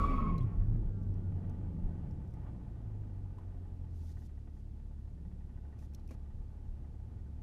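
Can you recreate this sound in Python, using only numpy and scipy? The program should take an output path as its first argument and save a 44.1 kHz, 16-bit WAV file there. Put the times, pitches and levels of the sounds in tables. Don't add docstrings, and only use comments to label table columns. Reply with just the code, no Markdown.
import sys
import numpy as np
from scipy import signal
from scipy.fft import rfft, irfft, next_fast_len
from scipy.io import wavfile
from scipy.ndimage import uniform_filter1d

SR = 44100
rng = np.random.default_rng(int(sys.argv[2]) if len(sys.argv) > 2 else 0)


def dump_mix(stems):
    frames = np.atleast_2d(stems).T
    limited = np.clip(frames, -1, 1)
    pcm = np.round(limited * 32767).astype(np.int16)
    wavfile.write(sys.argv[1], SR, pcm)


def invert_db(x):
    u = np.asarray(x, float) / 20
    return 10 ** u


N = 327222


def seconds():
    return np.arange(N) / SR


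def rms_one(x):
    return x / np.sqrt(np.mean(x ** 2) + 1e-20)


def in_time(rows):
    s, *columns = np.transpose(rows)
    return [np.interp(seconds(), s, column) for column in columns]


def inside(start_s, end_s, edge_s):
    t = seconds()
    return np.clip(np.minimum(t - start_s, end_s - t) / edge_s + .5, 0, 1) ** 2


def swells(rows):
    t = seconds()
    return sum(invert_db(level_db) * np.exp(-.5 * ((t - s) / (length_s / 2)) ** 2)
               for s, length_s, level_db in rows)


def drift(rate_hz):
    r = np.exp(-40 * np.pi * rate_hz / SR)
    noise = rng.standard_normal(N // 20 + 2002)
    slow = signal.lfilter([1], [1, -2 * r, r * r], noise)[2000:]
    return np.interp(np.arange(N) / 20, np.arange(len(slow)), rms_one(slow))


def coloured(x, spectrum):
    hz, level_db = np.transpose(spectrum)
    size = next_fast_len(N)
    grid = np.fft.rfftfreq(size, 1 / SR) + 1
    gain = invert_db(np.interp(np.log(grid), np.log(hz), level_db, left=-90, right=-90))
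    return rms_one(irfft(rfft(x, size) * gain, size)[:N])


def resonate(x, hz, width_hz):
    r = np.exp(-np.pi * width_hz / SR)
    poles = [1, -2 * r * np.cos(2 * np.pi * hz / SR), r * r]
    return signal.lfilter([(1 - r * r) / 2, 0, (r * r - 1) / 2], poles, x + 1e-18)


def resonate_twice(x, hz, width_hz):
    return resonate(resonate(x, hz, width_hz), hz, width_hz)


def evened(x, size):
    x = rms_one(x)
    return x / np.sqrt(uniform_filter1d(x ** 2, size=size) + .15)


# f/Hz, level/dB per Hz (relative)
HISS_COLOUR = [(500, -13.5), (1000, 12), (2000, 7.5), (3300, 5), (3600, 4.5), (6000, 1.5), (9000, -1.5),
               (12500, -4), (13000, -10), (13200, -58.5)]
HISS_DB = -81


def hiss():
    return invert_db(HISS_DB) * coloured(rng.standard_normal(N), HISS_COLOUR)


# t/s, length/s, level/dB
RUBS = [(3.903, 0.23, -74), (4.132, 0.144, -76.5), (4.524, .09, -85), (5.778, 0.087, -77), (6.09, .06, -78)]
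# f/Hz, level/dB per Hz (relative)
RUB_COLOUR = [(1500, -15), (3000, -5.5), (4500, -3.5), (6000, -2), (8000, -8.5), (12000, -8.5),
              (15000, -16), (15600, -38)]
RUB_EDGE_S = 0.014
RUB_RISE_DB = 15.5


def rubbing():
    grain_db = 1.2 * drift(200) + .8 * drift(30)
    grain = coloured(rng.standard_normal(N) * invert_db(grain_db), RUB_COLOUR)
    t, level = seconds(), 0
    for s, length_s, level_db in RUBS:
        to_go = np.clip(1 - (t - s) / length_s, 0, 1)
        stroke_db = level_db - RUB_RISE_DB * to_go ** 2 * length_s / 0.28
        level = level + invert_db(stroke_db) * inside(s, s + length_s, RUB_EDGE_S)
    return grain * level


# t/s, crack level/dB, knock level/dB, knock f/Hz
CLICKS = [(0.38, -67, -59, 4030), (0.407, -75, -61.5, 3280), (0.429, -74, -72, 3714),
          (1.032, -78, -89, 900), (1.141, -77, -92, 904), (1.497, -70.5, -90, 912),
          (2.11, -74.5, -93.5, 900), (2.275, -79, -92, 900), (2.307, -80, -90, 899),
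          (2.338, -72, -69, 2016), (3.383, -82, -58.5, 986), (5.79, -73, -70, 2500),
          (5.936, -71, -72, 2500), (5.947, -58.5, -72, 4293), (5.996, -79, -77, 4050),
          (6.076, -69.5, -81, 2783), (6.089, -78, -65, 2515), (6.107, -90, -45, 240), (6.11, -67, -55, 542),
          (6.112, -88, -64, 2330), (6.148, -79, -90, 2594)]
RING_HZ = 5570
KNOCK_S, KNOCK_CYCLES = .007, 2


def clicks():
    out, t = np.zeros(N), np.arange(2600) / SR
    bright = signal.butter(2, [3500, 15000], "band", fs=SR, output="sos")
    noises = rng.standard_normal((len(CLICKS), len(t)))
    for (s, crack_db, knock_db, knock_hz), noise in zip(CLICKS, noises):
        ring = rms_one(resonate(noise, RING_HZ, 800))
        crack = (signal.sosfilt(bright, noise) + ring) * np.exp(-t / .0035)
        thud = .6 * rms_one(resonate(noise, knock_hz, knock_hz / 4))
        knock_fade = np.exp(-t / (KNOCK_S + KNOCK_CYCLES / knock_hz))
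        onset = np.minimum(t / .002, 1)
        knock = (np.sin(2 * np.pi * knock_hz * t) + thud) * knock_fade * onset
        at = round(s * SR)
        out[at:at + len(t)] += invert_db(crack_db) * crack + invert_db(knock_db) * knock
    return out


# t/s, length/s, multiple of the shaft rate, level/dB
WHINES = [(.5, .16, 6, -74), (.76, .06, 6, -75), (1.01, .07, 6, -75), (1.17, .08, 6, -81),
          (.51, .06, 7, -79), (.66, .06, 7, -80), (.97, .1, 7, -77), (.51, .05, 8, -78), (.64, .06, 8, -80),
          (.76, .05, 8, -80), (.96, .12, 8, -81), (1.26, .07, 8, -78)]
SHAFT_HZ, SHAFT_HZ_PER_S = 259, 64.5
WHINE_DB = -89


def gears():
    shaft_hz = SHAFT_HZ - SHAFT_HZ_PER_S * seconds()
    phase = 2 * np.pi * np.cumsum(shaft_hz) / SR
    out, rolling = 0, invert_db(WHINE_DB) * inside(.4, 1.33, .1)
    for mesh in sorted({row[2] for row in WHINES}):
        rows = [(s, length_s, level_db) for s, length_s, multiple, level_db in WHINES if multiple == mesh]
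        out = out + (rolling + swells(rows)) * np.sin(mesh * phase)
    return out


# f/Hz, level/dB per Hz (relative)
SCRUB_COLOUR = [(250, -3.5), (420, -0.5), (600, 6.5), (900, -5.5), (1500, -47), (1900, -5), (2500, -6.5),
                (3000, -16), (4000, -36), (7000, -58), (10000, -59.5)]
# f/Hz, width/Hz, level/dB (relative)
HUMS = [(97, 8.3, -20), (232, 10, -6), (420, 14, 4), (455, 12, -2), (545, 14, -8)]
SCRUB_DB, SCRUB_DB_PER_S, SCRUB_ENDS_S = -56.5, 23, 0.64
HUM_DB, HUM_DB_PER_S = -50, 55


def scrub():
    t, white = seconds(), rng.standard_normal((2, N))
    hums = sum(invert_db(level_db) * rms_one(resonate(white[1], hz, width_hz)) for hz, width_hz, level_db in HUMS)
    level = invert_db(SCRUB_DB - SCRUB_DB_PER_S * t) * inside(-1, SCRUB_ENDS_S, 0.35)
    rubber = level * invert_db(3.3 * drift(19)) * coloured(white[0], SCRUB_COLOUR)
    return rubber + invert_db(HUM_DB - HUM_DB_PER_S * t) * hums


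# f/Hz at zero time, level/dB, grip t/s, loss at grip/dB, fade after grip/dB per s,
# fade while slipping/dB per s
TYRES = [(1160, -38.5, .3, 10, 70, 10), (1290, -44.5, .3, 9, 70, 35)]
SQUEAL_DB = [0, -21, -34, -44, -56]
GRIP_S, SAG_HZ_PER_S = .04, 190
SQUEAL_SWELL_DB, SQUEAL_DRIFT = 2.2, .018


def tyre(hz, level_db, grip_s, loss_db, fade_db_per_s, slip_db_per_s, wander=.019, flutter_db=4.0, smear_db=-12):
    t = seconds()
    slipping_s = np.minimum(t, grip_s)
    pitch_hz = (hz - SAG_HZ_PER_S * slipping_s) * (1 + SQUEAL_DRIFT * drift(11))
    phase = 2 * np.pi * np.cumsum(pitch_hz * (1 + wander * drift(87))) / SR
    lost_db = loss_db * np.clip((t - grip_s) / GRIP_S, 0, 1)
    lost_db = lost_db + fade_db_per_s * np.maximum(t - grip_s, 0) + slip_db_per_s * slipping_s
    out = 0
    for k, harmonic_db in enumerate(SQUEAL_DB):
        skirt = invert_db(smear_db + 5 * k) * drift(170 * (k + 1))
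        flutter = invert_db(flutter_db * drift(37))
        out = out + invert_db(harmonic_db) * (flutter + skirt) * np.sin((k + 1) * phase)
    return invert_db(level_db - lost_db + SQUEAL_SWELL_DB * drift(5.2)) * out


# f/Hz, level/dB per Hz (relative)
RASP_COLOUR = [(300, -18.5), (450, -11), (600, -5), (880, -4.5), (960, -8.5), (1100, -12), (1500, -17),
               (1950, -21), (2150, -23), (3200, -29), (3600, -36.5), (6000, -61)]
# f/Hz, width/Hz, level/dB (relative)
PIPES = [(710, 70, -14), (850, 70, -10), (1200, 140, -21), (1500, 120, -21), (1780, 80, -26),
         (1900, 80, -23)]


def exhaust(gas):
    rings = [invert_db(level_db) * rms_one(resonate_twice(gas, hz, width_hz)) for hz, width_hz, level_db in PIPES]
    return coloured(gas, RASP_COLOUR) + sum(rings)


# t/s, level/dB (before the trim in ticks)
TICKS = [(3.652, -65.5), (3.932, -70), (4.093, -65), (4.169, -59.5), (4.219, -62), (4.293, -62.5),
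         (4.375, -61), (4.473, -62.5), (4.566, -66), (4.673, -70), (4.796, -63), (4.9, -82), (4.985, -67),
         (5.074, -65), (5.175, -64.5), (5.25, -63.5), (5.313, -66), (5.406, -63), (5.494, -60),
         (5.575, -62), (5.65, -61.5), (5.724, -61), (5.772, -64.5), (5.824, -62), (5.972, -66.5),
         (6.14, -62), (6.254, -66), (6.303, -65), (6.362, -73), (6.532, -82), (6.633, -76.5), (6.845, -63),
         (6.988, -82), (7.08, -73), (7.188, -64), (7.379, -71)]
SOFT_TICKS_FROM_S, SOFT_TICKS_PER_S = 3.3, 3.0
SOFT_TICK_DB = -74.5


def ticks():
    soft = (rng.random(N) < SOFT_TICKS_PER_S / SR) * (seconds() > SOFT_TICKS_FROM_S)
    starts = soft * invert_db(SOFT_TICK_DB + 1.7 * rng.standard_normal(N))
    starts[[round(s * SR) for s, _ in TICKS]] = invert_db(np.array(TICKS)[:, 1])
    fade = np.exp(-1 / (.011 * SR))
    burst = signal.lfilter([1], [1, -fade], uniform_filter1d(starts, size=90))
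    low_cut = signal.butter(1, 800, "high", fs=SR, output="sos")
    bright = signal.sosfilt(low_cut, exhaust(rng.standard_normal(N) * burst))
    bright = bright + 1.5 * resonate(bright, 1880, 200)
    return invert_db(-4.0) * rms_one(bright) * np.sqrt(np.mean(burst ** 2))


# t/s, firing f/Hz, load level/dB, exhaust flow level/dB
ENGINE = [(0.0, 312.3, 10.5, -1), (0.2, 233.9, 3, -8), (0.28, 209.2, 7.5, 8.5), (0.45, 114.3, 9, 3),
          (0.51, 95.94, -5, 3), (0.56, 85.9, 2, 7), (0.63, 97.06, 3.5, 0.5), (0.75, 117.1, 7, 0.5),
          (0.88, 100.9, -5, 2.5), (0.93, 96.87, -2.5, -3.5), (1.15, 95.87, 1, 1), (1.45, 92.77, -1.5, 6),
          (1.57, 92.3, -3.5, 6.5), (1.75, 85.36, -1, 3.5), (1.94, 81.73, -8, 6.5), (2.17, 67.6, -3.5, 2),
          (2.3, 64.7, -5.5, 2), (2.45, 63.02, -2.5, 5), (2.6, 59.47, -7, 1.5), (2.85, 53.95, -4, 2),
          (3.2, 47.1, -2.5, -1.5), (3.43, 45.88, -5.5, -0.5), (3.97, 41.33, -1, -3), (4.4, 35.44, -5, -10),
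          (5.4, 35.4, -4, -5.5), (5.9, 35.67, -5.5, -4.5), (7.42, 35.69, -3, -2)]
# multiple of the firing rate, level at idle/dB, level added at speed/dB (all relative)
ORDERS = [(.75, -16, 5.0), (1, .1, .1), (1.5, -17, 4.5), (2, -1.5, -14), (3, -12, -14), (4, -17, -20),
          (6, -17, -30)]
# f/Hz, level/dB
CABIN = [(30, -54.5), (55, -44.5), (75, -41.5), (100, -39), (130, -44), (170, -43.5), (230, -47.5),
         (320, -56), (450, -65), (1000, -56.5)]
CYLINDERS_DB = [-1.5, 0.5, -3, 5, -11, -0.5, 2, 0]
# f/Hz, level/dB per Hz (relative)
RUMBLE_COLOUR = [(25, -27), (45, -12.5), (90, 4), (140, -4.5), (172, -6.5), (220, -8), (330, -14.5),
                 (500, -23.5), (700, -33), (900, -37), (1500, -92.5)]
# t/s, length/s, boom level/dB
LURCHES = [(.6, 0.054, -29.5), (.73, .07, -27), (.86, 0.081, -34.5), (1.14, 0.098, -41.5),
           (1.86, .05, -33.5), (6.38, 0.063, -43.5), (6.72, 0.074, -44)]
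# t/s, length/s, level/dB
FLOOR_SWELLS = [(5.25, .2, -54)]
FLOOR_DRIVEN_DB = [-41.5, -47.5]
IDLE_HZ, AT_SPEED_HZ = 35.4, 85
BOOM_HZ, BOOM_WIDTH_HZ = 30.3, 16.5
BOOM_DB, BOOM_DB_PER_OCTAVE = -49.5, 8
BOOM_FROM_OCTAVES = 0.68
BOOM_SWELL_DB, BOOM_SWELL_HZ = 1.5, 6.0
RUMBLE_DB, RUMBLE_DB_PER_OCTAVE = -52, 5.5
RUMBLE_FOLLOWS = 0.22
RASP_DB = -70.5
FLOOR_HZ, FLOOR_WIDTH_HZ = 172, 30
FLOOR_DB, FLOOR_REACH_OCTAVES = -68.5, 0.24


def engine_orders(firing_hz, load_db, turns):
    cabin_hz, cabin_db = np.transpose(CABIN)
    speed = np.clip((firing_hz - AT_SPEED_HZ) / 14 + .5, 0, 1)
    out = 0
    for multiple, idle_db, gained_db in ORDERS:
        passed_db = np.interp(np.log(multiple * firing_hz), np.log(cabin_hz), cabin_db)
        rough = 1 + (firing_hz / 300) ** 2 * drift(30)
        level = invert_db(load_db + idle_db + gained_db * speed + passed_db + 1.2 * drift(9))
        out += np.sqrt(2) * level * rough * np.sin(2 * np.pi * multiple * turns)
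    return out


def body_boom(white, octaves):
    boom = evened(resonate_twice(white, BOOM_HZ, BOOM_WIDTH_HZ), size=3000)
    grown_db = BOOM_DB_PER_OCTAVE * np.maximum(octaves - BOOM_FROM_OCTAVES, 0)
    shake = invert_db(BOOM_DB + grown_db + BOOM_SWELL_DB * drift(BOOM_SWELL_HZ))
    return (shake + swells(LURCHES)) * boom


def floor_hum(gas, firing_hz):
    hum = evened(resonate_twice(gas, FLOOR_HZ, FLOOR_WIDTH_HZ), size=3000)
    driven = 0
    for k, level_db in enumerate(FLOOR_DRIVEN_DB):
        away_octaves = np.log2((k + 1) * firing_hz / FLOOR_HZ)
        driven = driven + invert_db(level_db) * np.exp(-.5 * (away_octaves / FLOOR_REACH_OCTAVES) ** 2)
    return (invert_db(FLOOR_DB) + driven + swells(FLOOR_SWELLS)) * hum


def engine():
    firing_hz, load_db, flow_db = in_time(ENGINE)
    octaves = np.log2(firing_hz / IDLE_HZ)
    turns = np.cumsum(firing_hz * (1 + .008 * drift(5))) / SR
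    orders = engine_orders(firing_hz, load_db, turns)
    firing = turns.astype(int)
    chance_db = 2.8 * rng.uniform(-0.72, 1, N // 100)[firing]
    strength = invert_db(np.array(CYLINDERS_DB)[firing % len(CYLINDERS_DB)] + chance_db)
    puff = strength * np.exp(-3.0 * (turns - firing))
    pulses = rms_one(np.diff(firing, prepend=0) * strength)
    white = rng.standard_normal((3, N))
    boom = body_boom(white[0], octaves)
    rumble = coloured(white[1] * (1 + 0.16 * puff) + 0.2 * pulses, RUMBLE_COLOUR)
    rumble_db = RUMBLE_DB + RUMBLE_DB_PER_OCTAVE * octaves + RUMBLE_FOLLOWS * flow_db
    gas = white[2] * (1 + .5 * puff) * invert_db(1.6 * drift(17))
    rasp = invert_db(RASP_DB + flow_db) * exhaust(gas)
    return orders + boom + floor_hum(gas, firing_hz) + invert_db(rumble_db) * rumble + rasp


def scene():
    tyres = sum(tyre(*row) for row in TYRES) + scrub()
    return (hiss() + rubbing() + clicks() + gears() + tyres + ticks() + engine())[None]


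def low_pass(x):
    return signal.sosfilt(signal.butter(12, 15300, fs=SR, output="sos"), x)


def record(dry):
    return low_pass(dry)


dry = scene()
out = record(dry)
dump_mix(out)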